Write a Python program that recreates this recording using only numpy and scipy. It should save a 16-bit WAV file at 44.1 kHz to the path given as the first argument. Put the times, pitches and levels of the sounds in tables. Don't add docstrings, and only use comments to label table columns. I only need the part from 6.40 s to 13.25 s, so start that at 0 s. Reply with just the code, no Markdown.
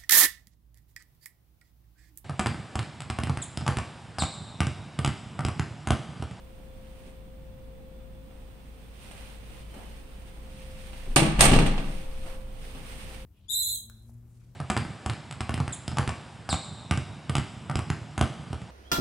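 import sys
import numpy as np
from scipy import signal
from scipy.fft import rfft, irfft
from scipy.io import wavfile
from scipy.ndimage import uniform_filter1d

SR = 44100
rng = np.random.default_rng(int(sys.argv[2]) if len(sys.argv) > 2 else 0)


def volts_from_db(level):
    exponent = np.asarray(level, float) / 20
    return 10 ** exponent


def store_pcm(level_fs):
    pcm = np.round(np.clip(level_fs, -1, 1) * 32767).astype(np.int16)
    wavfile.write(sys.argv[1], SR, np.atleast_2d(pcm).T)


N = 302085
T = np.arange(N) / SR
BINS = np.maximum(np.fft.rfftfreq(N, 1 / SR), 1)


def unit(x):
    return x / np.sqrt(np.mean(x ** 2))


def along_hz(table, column=1):
    table = np.array(table, float)
    return np.interp(np.log(BINS), np.log(table[:, 0]), table[:, column])


def curves(table):
    s, *columns = np.transpose(table)
    return [np.interp(T, s, c) for c in columns]


def noise(colour):
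    like = np.clip(along_hz(WALLS, column=2), 0, 1)
    mid, side = rfft(rng.standard_normal((2, N)))
    pair = np.sqrt(1 + like) * mid + np.sqrt(1 - like) * side * np.array([[1], [-1]])
    return unit(irfft(pair * volts_from_db(along_hz(colour)), N))


def narrow_noise(hz, width_hz):
    peak = 1 / (1 + ((BINS - hz) / (width_hz / 2)) ** 2)
    return unit(irfft(rfft(rng.standard_normal(N)) * peak, N))


def walk(rate_hz):
    k = int(SR / rate_hz)
    held = np.repeat(rng.standard_normal(N // k + 1), k)
    return 1.07 * uniform_filter1d(uniform_filter1d(held, k), k)[:N]


def pan(db):
    return volts_from_db(np.array([db, -db]) / 2)


def cut(x, hz, kind):
    return signal.sosfilt(signal.butter(2, hz, kind, fs=SR, output="sos"), x)


def port(x, peaks):
    for hz, width_hz, db in peaks:
        w, a = 2 * np.pi * hz / SR, volts_from_db(db / 2)
        d = np.sin(w) * width_hz / hz / 2
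        zeros = [1 + d * a, -2 * np.cos(w), 1 - d * a]
        poles = [1 + d / a, -2 * np.cos(w), 1 - d / a]
        x = signal.lfilter(zeros, poles, x)
    return x


def contacts(events):
    crack, push = np.zeros((2, N)), np.zeros(N)
    for s, crack_db, push_db, ms, treble_db in events:
        i = int(s * SR)
        t = T[:min(N - i, SR // 4)]
        fade = np.exp(-t / (ms / 1000)) * np.clip(t / 0.0002, 0, 1)
        crack[:, i:i + len(fade)] += np.outer(volts_from_db(np.array([crack_db, crack_db + treble_db])), fade)
        push[i:i + len(fade)] += volts_from_db(push_db) * fade
    return crack, push


def swells(events, rise_db_s, fall_db_s):
    s, hold, *dbs = np.transpose(events)[:, :, None]
    t = T[::32]
    under_db = np.maximum(np.maximum((s - t) * rise_db_s, (t - s - hold) * fall_db_s), 0)
    return [np.interp(T, t, np.sqrt(np.sum(volts_from_db(2 * (db - under_db)), axis=0))) for db in dbs]


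# start_s, metal_crack_db, wood_body_db, contact_ms, crack_treble_db
BLOWS = [(4.7606, -15, -28, 2.56, 12.5), (4.7629, -10.5, -11.5, 4.3, -3), (4.7662, -15, -26, 2, -15),
         (4.7845, -38, -20.5, 3, -4), (4.821, -38, -15.5, 6, -3), (4.987, -56, -24, 4.2, -14),
         (4.9928, -20.5, -36, 4.6, 0.5), (5.0064, -10, -46, 2.23, 9), (5.0086, -8.5, -19, 3, 8.5),
         (5.026, -15, -22.5, 2.3, -3), (5.040, -17, -20, 5.6, 8.5), (5.054, -18, -16.5, 4.1, 0),
         (5.083, -31, -18.5, 6.5, -8), (5.114, -23, -13.5, 5.1, -5), (5.134, -17.5, -17, 4.8, -3),
         (5.161, -26, -17.5, 4.6, 1), (5.188, -16.5, -18.5, 2.2, -2), (5.215, -23, -20, 1.1, -13),
         (5.2625, -23, -27.5, 3.1, -0.5), (5.3788, -29.5, -34.5, 2.6, -12)]
# start_s, hold_s, buzz_db, body_db
SHUDDER = [
    (5.012, 0.0043, -27.5, -30),
    (5.125, 0.069, -48, -30),
    (5.33, 0.17, -63, -45.5),
]
SHUDDER_RISE_DB_S, SHUDDER_FALL_DB_S = 510, 183
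# pitch_hz, level_db, t60_s
LEAF = [(143.7, 3, 0.47), (155, 3, 0.51), (186.2, -2, 0.51), (209.3, 0, 0.94), (248, -1, 0.34),
        (289, -3, 0.39), (325.3, -1, 0.42), (386, -25, 0.86), (403, -13, 0.44), (460, -11, 0.35),
        (521, -11, 0.32), (582, -12.5, 0.48), (657, -4.5, 0.28), (809, -8.5, 0.31), (916, -16, .25),
        (1122, -10.5, 0.2), (2770, -9.5, 0.2), (3290, -25, 0.23)]
# pitch_hz, level_db (per Hz)
THUD = [(60, -21.5), (100, -36), (140, 12.5), (220, 9.5), (350, 5), (600, -0.5), (1200, -13), (3000, -22),
        (8000, -55)]


def door():
    crack, push = contacts(BLOWS)
    buzz, body = swells(SHUDDER, SHUDDER_RISE_DB_S, SHUDDER_FALL_DB_S)
    chatter = volts_from_db(1.8 * walk(120))
    rattle = volts_from_db(-24.5) * chatter * body * rng.standard_normal(N)
    force = np.diff(push, prepend=0).clip(0) + rattle
    t = T[:SR]
    ring = 0
    for hz, db, t60 in LEAF:
        ring = ring + volts_from_db(db) * np.sin(2 * np.pi * hz * t) * np.exp(-np.log(1000) * t / t60)
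    modes = signal.fftconvolve(force, ring)[:N]
    thud = (push + body) * noise(THUD).mean(axis=0)
    return crack + chatter * buzz, volts_from_db(1.0) * thud, volts_from_db(-12) * modes


# pitch_hz, level_db (per Hz)
CRACK = [(300, -10), (700, 1), (1500, 1), (3500, -2), (6500, -9.5), (9000, -6.5), (11000, -20.5),
         (15000, -31), (16300, -34), (17000, -59)]
# pitch_hz, width_hz, level_db
LATCH = [(560, 58, 9), (657, 23, 4.5), (784, 235, 9), (1050, 61, -9.5), (1170, 72, 6.5), (1410, 130, -2.5),
         (2270, 230, 3), (2720, 240, 5), (3280, 100, -4.5), (3330, 160, 4.5), (4260, 230, 5)]
TREBLE_HZ, TREBLE_PAN_DB = 5340, 10


def latch(crack):
    metal = port(noise(CRACK), LATCH)
    metal = metal / np.sqrt(uniform_filter1d(metal ** 2, SR // 700))
    treble = cut(metal, TREBLE_HZ, "high") * pan(TREBLE_PAN_DB)[:, None]
    return crack[0] * cut(metal, TREBLE_HZ, "low") + crack[1] * treble


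# pitch_hz, crest_s
AIR_MODES = [(13.5, 5.072), (23.7, 5.163), (44.2, 4.992)]
# start_s, hold_s, level_db
AIR = [
    [(5.03, 0.027, -23), (5.3, 0.55, -34.5)],
    [(4.7, 0.021, -25), (5.09, .04, -21), (5.165, .01, -16.5), (5.3, .01, -20), (5.5, 0.028, -29.5)],
    [(4.86, 0.05, -33), (4.99, 0.012, -20.5), (5.12, 0.0042, -20), (5.24, 0.0091, -28)],
]
AIR_RISE_DB_S, AIR_FALL_DB_S = [148, 305, 352], [58, 106, 172]


def air():
    breath = 0
    for (hz, crest_s), pushes, rise, fall in zip(AIR_MODES, AIR, AIR_RISE_DB_S, AIR_FALL_DB_S):
        breath = breath + np.sqrt(2) * swells(pushes, rise, fall)[0] * np.cos(2 * np.pi * hz * (T - crest_s))
    return breath


# pitch_hz, t60_s, likeness of the two ports (0-1)
WALLS = [(60, 1, 0.36), (134, 0.85, 0.92), (293, 0.7, 0.64), (640, 0.69, 0.53), (1280, 0.91, 0),
         (2600, 0.75, 0.03), (5200, 0.62, 0), (8700, 0.44, 0.12), (13000, 0.39, 0)]
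WALLS_DB, WALLS_GAP_MS, WALLS_CRACK_DB = -1, 5.8, -5
EARLY_T60_S, EARLY_DB = 0.15, 7.5


def walls(crack, body):
    spectrum, t = rfft(noise([(20, 0), (20000, 0)])), T[:SR]
    centres = np.log([row[0] for row in WALLS])
    energy = uniform_filter1d(crack ** 2, SR // 400, origin=SR // 800 - 1)

    def linger(power, t60):
        return signal.lfilter([1 / (SR / 20)], [1, -np.exp(-2 * np.log(1000) / (t60 * SR))], power)

    early = volts_from_db(2 * EARLY_DB) * linger(energy, EARLY_T60_S)
    tail = hiss = 0
    for k, (hz, t60, _) in enumerate(WALLS):
        share = np.interp(np.log(BINS), centres, np.arange(len(WALLS)) == k)
        band = irfft(spectrum * share, N)
        tail = tail + band[:, :SR] * np.exp(-np.log(1000) * t / t60)
        part = int(hz > TREBLE_HZ)
        hiss = hiss + band * np.sqrt(np.abs(early[part] + linger(energy[part], t60)))
    tail = tail * np.clip(t / (WALLS_GAP_MS / 1000), 0, 1) ** 2
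    tail = tail / np.sqrt(np.sum(tail ** 2) / 2)
    colour = volts_from_db(along_hz(CRACK))
    hiss = irfft(rfft(hiss) * colour / np.sqrt(np.mean(colour ** 2)), N)
    hiss = port(hiss, LATCH) * volts_from_db(0.97 * walk(260))
    dense = signal.fftconvolve(body[None], tail, axes=1)[:, :N]
    return volts_from_db(WALLS_DB) * dense + volts_from_db(WALLS_CRACK_DB) * hiss * pan(1.8)[:, None]


# start_s, tick_db, thud_db, contact_ms, tick_treble_db
STEPS = [(.2, -77, -52.5, 33, 0), (.66, -60, -50.5, 30, 3), (1.9107, -71, -48, 3.2, -5),
         (2.7127, -35.5, -60, 1.1, 4), (3.3404, -50, -50, 7.7, 3), (3.36, -60, -41, 20, -8),
         (4.5317, -42.5, -44, 4.9, -10), (4.663, -75, -43.5, 36, -8), (4.71, -72, -46, 22, -8),
         (5.86, -50, -48.5, 7.1, 3), (6.3491, -45, -37.5, 5.4, -6)]


def steps():
    tick, thud = contacts(STEPS)
    return tick, thud * noise(THUD).mean(axis=0)


# start_s, hold_s, cloth_db, slipper_db
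MOVES = [(0, 0.56, -67.5, -68), (.55, 0.12, -61, -72), (1.93, 0.69, -65.5, -70.5), (2.65, 0.26, -51.5, -58),
         (3.1, 0.092, -52.5, -59), (3.345, 0.093, -56, -52), (3.47, 0.13, -56, -63.5),
         (3.7, 0.18, -58.5, -61), (3.95, 0.15, -58.5, -59.5), (4.2, 0.21, -54.5, -62),
         (4.48, 0.24, -50.5, -57), (5.4, 0.18, -48, -69), (5.65, 0.12, -55, -56), (5.87, 0.039, -49, -48.5),
         (6.1, 0.045, -65, -59), (6.25, 0.041, -49.5, -55.5), (6.37, 0.016, -53.5, -52),
         (6.47, 0.064, -47, -55), (6.58, 0.07, -51, -58), (6.7, 0.05, -46.5, -55)]
MOVE_RISE_DB_S, MOVE_FALL_DB_S, REST_DB = 78, 100, -74.5
SCUFF_RISE_DB_S, SCUFF_FALL_DB_S, SCUFF_REST_DB = 300, 87, -74
# pitch_hz, level_db (per Hz)
CLOTH = [(500, -4.5), (1200, -1.5), (2500, 1), (4500, -5), (7000, -11.5), (10000, -9.5), (13000, -21.5),
         (15500, -14)]
# pitch_hz, level_db (per Hz)
SCUFF = [(150, -11), (350, -1), (800, -2.5), (1400, -9), (3000, -31)]


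def rustle():
    cloth = swells(MOVES, MOVE_RISE_DB_S, MOVE_FALL_DB_S)[0] + volts_from_db(REST_DB)
    scuff = swells(MOVES, SCUFF_RISE_DB_S, SCUFF_FALL_DB_S)[1] + volts_from_db(SCUFF_REST_DB)
    grains = unit(volts_from_db(0.94 * walk(600) + 1.1 * walk(30)))
    return volts_from_db(-3) * cloth * grains * noise(CLOTH) + scuff * volts_from_db(0.79 * walk(30)) * noise(SCUFF)


# start_s, hold_s, level_db
SPRING = [
    (3.24, .04, -71),
    (3.34, .01, -64),
    (3.44, .05, -71),
]
SPRING_HZ, SPRING_WIDTH_HZ = 3030, 150


def spring():
    return swells(SPRING, 300, 200)[0] * narrow_noise(SPRING_HZ, SPRING_WIDTH_HZ)


# time_s, walked_m
PATH = [
    (0, 0),
    (2.2, .5),
    (3.2, 1.0),
    (4.5, 1.85),
    (5.7, 4.5),
    (6.85, 1.5),
]


def standing(hz, db, node_m, node_db):
    metres = curves(PATH)[0] - node_m
    return volts_from_db(db) * np.hypot(np.sin(2 * np.pi * hz * metres / 343), volts_from_db(node_db))


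HUM_HZ = [27.12, 36.15, 54.21, 58.21]
# level_db, node_m, left_in_node_db
HUM = [(-40.5, 0.57, -22), (-67, -0.23, -9), (-48, -0.32, -4.5), (-53.5, 0.22, -7)]
HUM_CREST_S = 0.036
# time_s, level_db, left_minus_right_db
WHINE = [(0, -62, 13), (.35, -55.5, 7), (1.5, -54.5, 8), (1.95, -58.5, 11), (2.3, -66.5, 10),
         (2.8, -67, 21), (3.3, -67, 23), (3.7, -64.5, 17), (4.0, -59.5, 5.5), (4.3, -52.5, 0),
         (4.75, -59.5, 4), (5.4, -63, 18), (5.6, -56.5, 17), (5.95, -50.5, -4), (6.15, -61, -14),
         (6.5, -58, 0), (6.85, -54.5, 5)]
WHINE_HZ = 523.7
# pitch_hz, width_hz, level_db, left_minus_right_db
TONES = [(456.5, 4.8, -71.5, -11.5), (209, 17.5, -64.5, -9.5), (3380, 37, -96, -2), (3470, 22, -84.5, -10)]


def motors():
    hum = 0
    for hz, wave in zip(HUM_HZ, HUM):
        gain = standing(hz, *wave) * volts_from_db(1.5 * walk(2.67))
        hum = hum + gain * np.cos(2 * np.pi * hz * (T - HUM_CREST_S))
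    db, pan_db = curves(WHINE)
    phase = 2 * np.pi * WHINE_HZ * T + 0.28 * walk(2.17)
    whine = volts_from_db(db + 0.7 * walk(4.0)) * pan(pan_db) * np.sin(phase)
    tones = 0
    for hz, width_hz, tone_db, side_db in TONES:
        tones = tones + volts_from_db(tone_db) * np.outer(pan(side_db), narrow_noise(hz, width_hz))
    return np.sqrt(2) * (hum + whine) + tones


# pitch_hz, level_db (per Hz)
HOUSE = [(20, -5), (45, 0.5), (90, -3.5), (150, -7), (250, -9.5), (400, -19.5), (800, -22), (1500, -29.5),
         (3500, -35.5), (6500, -44), (13000, -46), (14500, -38), (15600, -33)]
HOUSE_DB = -49.5
RUMBLE_DB, RUMBLE_SHUT_DB, SHUT_S = 1.5, 2.5, 4.1


def house():
    hiss = noise(HOUSE)
    rumble_db = RUMBLE_DB + RUMBLE_SHUT_DB * (T > SHUT_S)
    lumps = volts_from_db(rumble_db + 1.5 * walk(7)) - 1
    return volts_from_db(HOUSE_DB) * (hiss + lumps * cut(hiss, 320, "low"))


def scene():
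    crack, thud, modes = door()
    tick, fall = steps()
    crack = crack + tick
    body = cut(cut(thud + fall, 93, "high"), 82, "high")
    near = latch(crack) + (body + modes) * pan(2.1)[:, None]
    echoes = walls(crack, body + 0.32 * modes)
    return near + echoes + air() * pan(1.0)[:, None] + rustle() + spring() + motors() + house()


def top_cut(x):
    return signal.sosfilt(signal.butter(12, 16490, fs=SR, output="sos"), x)


# pitch_hz, width_hz, level_db
LEFT_PORT = [(8100, 1350, -20), (6600, 1700, 4), (14500, 2700, -0.5)]
# pitch_hz, width_hz, level_db
RIGHT_PORT = [(2780, 2100, 5.7), (8676, 2100, 12.2), (11910, 1300, 11.4)]
TOP_HZ = 15550


def record(dry):
    x = np.array([port(dry[0], LEFT_PORT), port(dry[1], RIGHT_PORT)])
    rounded = np.tanh(0.7 * x) / 0.7
    top = signal.ellip(6, 0.5, 32, TOP_HZ, fs=SR, output="sos")
    return top_cut(signal.sosfilt(top, rounded))


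dry = scene()
out = record(dry)
store_pcm(out)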